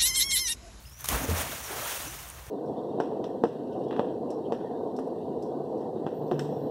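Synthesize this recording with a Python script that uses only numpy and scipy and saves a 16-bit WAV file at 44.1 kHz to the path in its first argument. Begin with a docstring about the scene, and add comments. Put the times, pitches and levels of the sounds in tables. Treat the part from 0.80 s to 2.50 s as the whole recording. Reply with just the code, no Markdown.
"""A dog lands in an outdoor pool, over a low rumble of filtered noise that runs throughout.
First a thin whistle of tone and breath from a bird, and water drops made of short dying tones.
Then noise bursts slap as paws and belly hit, and dying low tones thump as air cavities close behind the body.
Thrown water rains back as noise, fizz and bubbles while the dog paddles off; the bird whistles twice more.
"""
import sys
import numpy as np
from scipy import signal
from scipy.fft import rfft, irfft, next_fast_len
from scipy.io import wavfile
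from scipy.ndimage import uniform_filter1d, map_coordinates

SR = 44100
rng = np.random.default_rng(int(sys.argv[2]) if len(sys.argv) > 2 else 0)


def dump_mix(stems):
    """Bounce the given channels to the path in sys.argv[1] as a 16-bit WAV at rate SR."""
    frames = np.atleast_2d(stems).T  # one column per channel
    limited = np.clip(frames, -1, 1)  # hard clip at full scale
    pcm = np.round(limited * 32767).astype(np.int16)
    wavfile.write(sys.argv[1], SR, pcm)


N = 74970
T = np.arange(N) / SR  # time of each sample [s]


def amp(db):
    """Turn decibels into a gain."""
    return 10 ** (np.asarray(db) / 20)


def unit(x):
    """Scale a sound to an average strength (rms) of 1."""
    return x / np.sqrt(np.mean(x ** 2) + 1e-20)


def curves(rows):
    """Join the points of each column after the time with straight lines, one value per sample."""
    times, *columns = np.transpose(rows)
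    return [np.interp(T, times, column) for column in columns]


def wobble(knots_per_s):
    """Draw a smooth random curve through this many random points a second."""
    knots = rng.standard_normal(int(N * knots_per_s / SR) + 4)
    return map_coordinates(knots, [T * knots_per_s])


def coloured(x, points):
    """Make some pitches of a sound stronger or weaker, following (frequency, level) points."""
    size = next_fast_len(N + 8192)
    hz, db = np.transpose(points)
    bins_hz = np.fft.rfftfreq(size, 1 / SR)
    gain_db = np.interp(np.log(bins_hz + 1), np.log(hz + 1), db)
    return irfft(rfft(x, size) * amp(gain_db), size)[:N]


def rush(spectrum, patchy_db):
    """Noise whose strength varies in random patches of time and pitch, coloured, at rms 1."""
    patches = signal.stft(rng.standard_normal(N + 512), nperseg=256)[2]
    field = uniform_filter1d(rng.standard_normal(patches.shape), size=8, axis=0)  # smooth over pitch
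    field = uniform_filter1d(field, size=6, axis=1)  # smooth over time
    noise = signal.istft(patches * amp(patchy_db * unit(field)), nperseg=256)[1][:N]
    return unit(coloured(noise, spectrum))


def pings(s, db, hz, t60, rise, attack, size):
    """Dying tones that fall 60 dB in t60 while pitch climbs by the share rise; attack is a share of t60."""
    s, db, hz, t60, attack = (np.asarray(v, float).reshape(-1, 1) for v in (s, db, hz, t60, attack))
    t = np.arange(size) / SR
    phase = 2 * np.pi * hz * (t + rise * t * t / (2 * t60))
    fade = amp(db - 60 * t / t60) * (1 - np.exp(-t / (attack * t60)))
    playable = hz * (1 + rise * t / t60) < SR / 2  # silent once the pitch is too high for the sample rate
    wave = fade * np.sin(phase) * playable
    at = np.round(s * SR).astype(int) + np.arange(size)
    return np.bincount(at.ravel(), wave.ravel(), N + size)[:N]


def grains(per_s, hz, spread, cycles, spiky_db, rise, size, rarest):
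    """A random cloud of small bubbles, rms 1: mostly faint, a few loud, with rarest capping the loudest."""
    draws = rng.random((4000, 3))[:int(per_s * N / SR)]
    pitch = hz * np.exp(spread * rng.standard_normal(4000)[:len(draws)])
    pitch = np.clip(pitch, 100, 16000)
    start = draws[:, 0] * (N - 1) / SR
    level_db = -spiky_db * np.log(draws[:, 1] + rarest)
    return unit(pings(start, level_db, pitch, cycles / pitch, rise, 0.055, size))


# Tone of the rumble: (frequency [Hz], level [dB])
RUMBLE_COLOUR = [(20, -58), (35, -30), (59, 2.5), (92, -10.5), (124, -8), (145, -11.5), (300, -40),
                 (400, -100)]
# Loudness of the rumble: (time [s], level [dB])
RUMBLE_LOUDNESS = [(0.0, -52), (0.3, -47), (1.05, -48), (1.11, -56), (1.24, -45), (1.36, -45), (1.47, -51),
                   (1.7, -47)]


def low_rumble():
    """Noise kept to the deep bass, slowly rising and falling."""
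    level_db = curves(RUMBLE_LOUDNESS)[0]
    return amp(level_db) * rush(RUMBLE_COLOUR, patchy_db=-1.5)


YARD_T60_S, YARD_DB = .2, -11  # time for the answer to fall 60 dB, and its level


def yard(x):
    """Walls round the pool answer with a dense, dying tail that starts 6 ms after the sound."""
    t = np.arange(SR // 2) / SR
    tail = rng.standard_normal(len(t)) * amp(-60 * t / YARD_T60_S) * (t > .006)
    return signal.fftconvolve(x, tail / np.linalg.norm(tail))[:N]


BREATH_KNOTS_PER_S, CLEAR_TONE = 550, .5  # speed of the breathy wobble, and share of steady tone
FLICKER_PER_S, FLICKER_DB = 150, 2.2  # speed and depth of the flicker in loudness
# Pitch and loudness of the bird, one list per call: (time [s], pitch [Hz], level [dB])
BIRD_CALLS = [
    [(.0, 4250, -62), (.045, 4500, -59), (.065, 5200, -54), (.09, 5100, -58), (.15, 5800, -57),
     (.2, 6070, -55), (.25, 6000, -56)],
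    [(.82, 6300, -60), (.85, 5750, -48), (.89, 5600, -54)],
    [(1.22, 7350, -54), (1.245, 7300, -50), (1.258, 6600, -52), (1.275, 5950, -48), (1.297, 6100, -51),
     (1.335, 5800, -56)],
]


def bird():
    """Thin, breathy whistles: a gliding tone with a band of noise round it, flickering fast."""
    out = np.zeros(N)
    for call in BIRD_CALLS:
        hz, db = curves(call)
        on = (T > call[0][0]) & (T < call[-1][0])
        # random changes of size and phase spread the tone into a band of noise
        breath = CLEAR_TONE + (wobble(BREATH_KNOTS_PER_S) + 1j * wobble(BREATH_KNOTS_PER_S)) / 2
        tone = np.exp(2j * np.pi * np.cumsum(hz) / SR)
        level = amp(db + FLICKER_DB * wobble(FLICKER_PER_S))
        out += on * level * np.real(breath * tone) * np.sqrt(2)
    return out


DROP_CYCLES, DROP_ROUGH = 70, 1.6  # cycles in which a tick falls 60 dB, and depth of its roughness
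# Single drops that tick: (time [s], level [dB], pitch [Hz])
TICKING_DROPS = [(0.097, -35, 11500), (.19, -34, 12500), (.208, -28, 11800), (.84, -26.5, 8900),
                 (0.916, -29, 9400), (1.177, -26.5, 9450), (1.225, -25, 10400), (1.488, -29.5, 9600),
                 (1.5, -27.5, 9050)]


def ticking_drops():
    """Each drop is a short, high, dying tone, roughened by a fast random curve."""
    s, db, hz = np.transpose(TICKING_DROPS)
    ticks = pings(s, db, hz, DROP_CYCLES / hz, 0, 0.081, size=900)
    return ticks * unit(1 + DROP_ROUGH * wobble(7000))


GULP_RISE = 0.77  # share by which pitch climbs over t60
# Large bubbles, and two high, tonal water drops (2560 and 3200 Hz):
# (time [s], level [dB], start pitch [Hz], t60 [s])
BUBBLES_AND_TONAL_DROPS = [(.245, -23, 950, 0.0084), (0.308, -32, 990, 0.036), (.32, -25.5, 706, 0.042),
                           (.432, -24, 257, 0.066), (.445, -23.5, 477, 0.048), (.488, -19, 410, 0.047),
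                           (0.489, -22.5, 156, 0.031), (.657, -27.5, 930, 0.034),
                           (.052, -42.5, 2560, 0.021), (0.715, -28, 3200, 0.013), (.728, -27, 562, 0.043),
                           (.906, -28, 370, .08), (1.018, -30.5, 536, 0.096), (1.058, -26, 880, 0.045),
                           (1.057, -29, 1290, 0.061), (1.105, -32.5, 894, 0.076), (1.262, -36, 278.5, 0.15)]


def bubbles_and_tonal_drops():
    """Large bubbles and two high, tonal water drops: each rings as a dying tone that climbs in pitch."""
    return pings(*np.transpose(BUBBLES_AND_TONAL_DROPS), GULP_RISE, 0.061, size=5000)


BUBBLE_RISE = 0.37  # share by which the pitch of a small bubble climbs over t60
FIZZ_PER_S, FIZZ_HZ, FIZZ_DB = 1500, 8900, -8  # grains a second, middle pitch, level against the spray noise
GURGLE_PER_S, GURGLE_HZ, BUBBLY_DB = 900, 900, -5  # the same for bubbles against the gurgle noise
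# Tone of the spray, the gurgle and the low churn, each: (frequency [Hz], level [dB])
SPRAY_COLOUR = [(200, -49), (600, -5.5), (1500, 3.5), (4000, 0), (16000, -4.5)]
GURGLE_COLOUR = [(100, -2.5), (250, -11), (600, 1), (1200, -1.5), (2500, -10), (4000, -18)]
CHURN_COLOUR = [(70, -26), (130, 6), (280, 2.5), (450, -20.5)]
# Loudness of the thrown water:
# (time [s], spray level [dB], gurgle level over the spray [dB], churn level over the spray [dB])
WATER_LOUDNESS = [(0, -56.5, -3, -6.5), (.17, -55.5, -6.5, -9), (.2, -48.5, -10.5, -14),
                  (.236, -51.5, -1.5, -12), (.262, -44.5, -12.5, -17), (.278, -40, -19, -6),
                  (.292, -34.5, -4.5, -6), (.345, -35, 3, -1), (.39, -40.5, 5, 0), (.44, -44, 7, 9.5),
                  (.468, -43.5, 4.5, 5), (.495, -39, 3, 2.5), (.53, -41, 4, 1.5), (.575, -34.5, 1, -12),
                  (.618, -31.5, -6, -17), (.64, -40, 2, -6), (.74, -38.5, -4.5, -9),
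                  (.82, -42.5, -4.5, -17.5), (.89, -40, -4, -29), (.92, -40.5, 0.5, -20),
                  (1.05, -36.5, -2, -22.5), (1.1, -36, -9, -22), (1.23, -39.5, -5, -17),
                  (1.3, -43, -5, -25), (1.44, -45.5, -4.5, -12), (1.53, -50, -2, -15),
                  (1.7, -54.5, 2.5, -27)]


def thrown_water():
    """Spray of hiss and fizz, a gurgle of noise and small bubbles, and a low churn."""
    spray_db, gurgle_over_db, churn_over_db = curves(WATER_LOUDNESS)
    shared_db = 0.5 * wobble(25) + .8 * wobble(90)
    fizz = grains(FIZZ_PER_S, FIZZ_HZ, spread=.6, cycles=4, spiky_db=4, rise=.1, size=160, rarest=.03)
    spray = rush(SPRAY_COLOUR, patchy_db=1.5) + amp(FIZZ_DB) * fizz
    bubbles = grains(GURGLE_PER_S, GURGLE_HZ, spread=.55, cycles=14, spiky_db=3,
                     rise=BUBBLE_RISE, size=2000, rarest=.02)
    gurgle = rush(GURGLE_COLOUR, patchy_db=1.2) + amp(BUBBLY_DB) * bubbles
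    churn = rush(CHURN_COLOUR, patchy_db=3.0)
    water = unit(spray) + amp(gurgle_over_db) * unit(gurgle) + amp(churn_over_db) * churn
    return amp(spray_db + shared_db) * water


# Air cavities closing behind the body: (time [s], level [dB], pitch [Hz], attack [s], t60 [s])
AIR_CAVITIES = [(0.295, -20, 78, 0.0081, 0.071), (0.333, -18, 57, 0.0074, 0.22),
                (0.485, -12, 83, 0.023, 0.23)]


def cavities():
    """Each closing pocket of air thumps as a deep tone that swells in and dies away."""
    s, db, hz, attack, t60 = np.transpose(AIR_CAVITIES)
    return pings(s, db, hz, t60, 0, attack / t60, size=20000)


SLAP_CRACK_S = 0.0021  # time for the crack to fall 60 dB
# Slaps on the surface:
# (time [s], level [dB], t60 of the wash [s], t60 of the run-up [s], wash level over the crack [dB])
SURFACE_SLAPS = [(0.2432, -23, 0.064, 0.00043, -5), (0.2575, -28.5, 0.022, 0.0044, 2.5),
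                 (.2880, -6.5, 0.04, 0.0051, -12.5), (0.3014, -19, .02, 0.001, -15)]


def slaps():
    """Each slap is noise: a quick run-up, a very short crack and a dying wash."""
    out = np.zeros(N)
    for s, db, wash_t60, run_up_t60, wash_db in SURFACE_SLAPS:
        t = np.maximum(T - s, 0)
        crack = amp(-60 * t / SLAP_CRACK_S) * (T >= s)
        wash = amp(wash_db - 60 * t / wash_t60)
        run_up = amp(-60 * np.clip(s - T, 0, 1) / run_up_t60)
        noise = np.tanh(1.5 * rng.standard_normal(N))  # softly limits the tallest peaks
        out += amp(db - 5) * run_up * (crack + wash) * noise
    return coloured(out, [(300, -5), (1500, 3.5), (7000, 4), (11000, 4), (15000, -1.0)])


def scene():
    """Mix everything; the walls answer all but the rumble and the thrown water."""
    echoed = bird() + ticking_drops() + bubbles_and_tonal_drops() + cavities() + slaps()
    return (low_rumble() + amp(YARD_DB) * yard(echoed) + thrown_water() + echoed)[None]


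TOP_HZ = 15800  # upper limit of the sound
# Colour of the microphone: (frequency [Hz], level [dB])
MIC_COLOUR = [(22, -27), (40, -1.5), (3100, 0.5), (4900, -3.5), (5700, 1.5), (6800, 3), (7700, -1.5),
              (9200, 3.5), (10400, 0), (12000, 2.5)]


def record(dry):
    """Add the microphone colour, then cut the highest treble steeply."""
    heard = coloured(dry[0], MIC_COLOUR)
    return coloured(heard, [(TOP_HZ - 40, 0), (TOP_HZ + 40, -90)])[None]


dry = scene()
out = record(dry)
dump_mix(out)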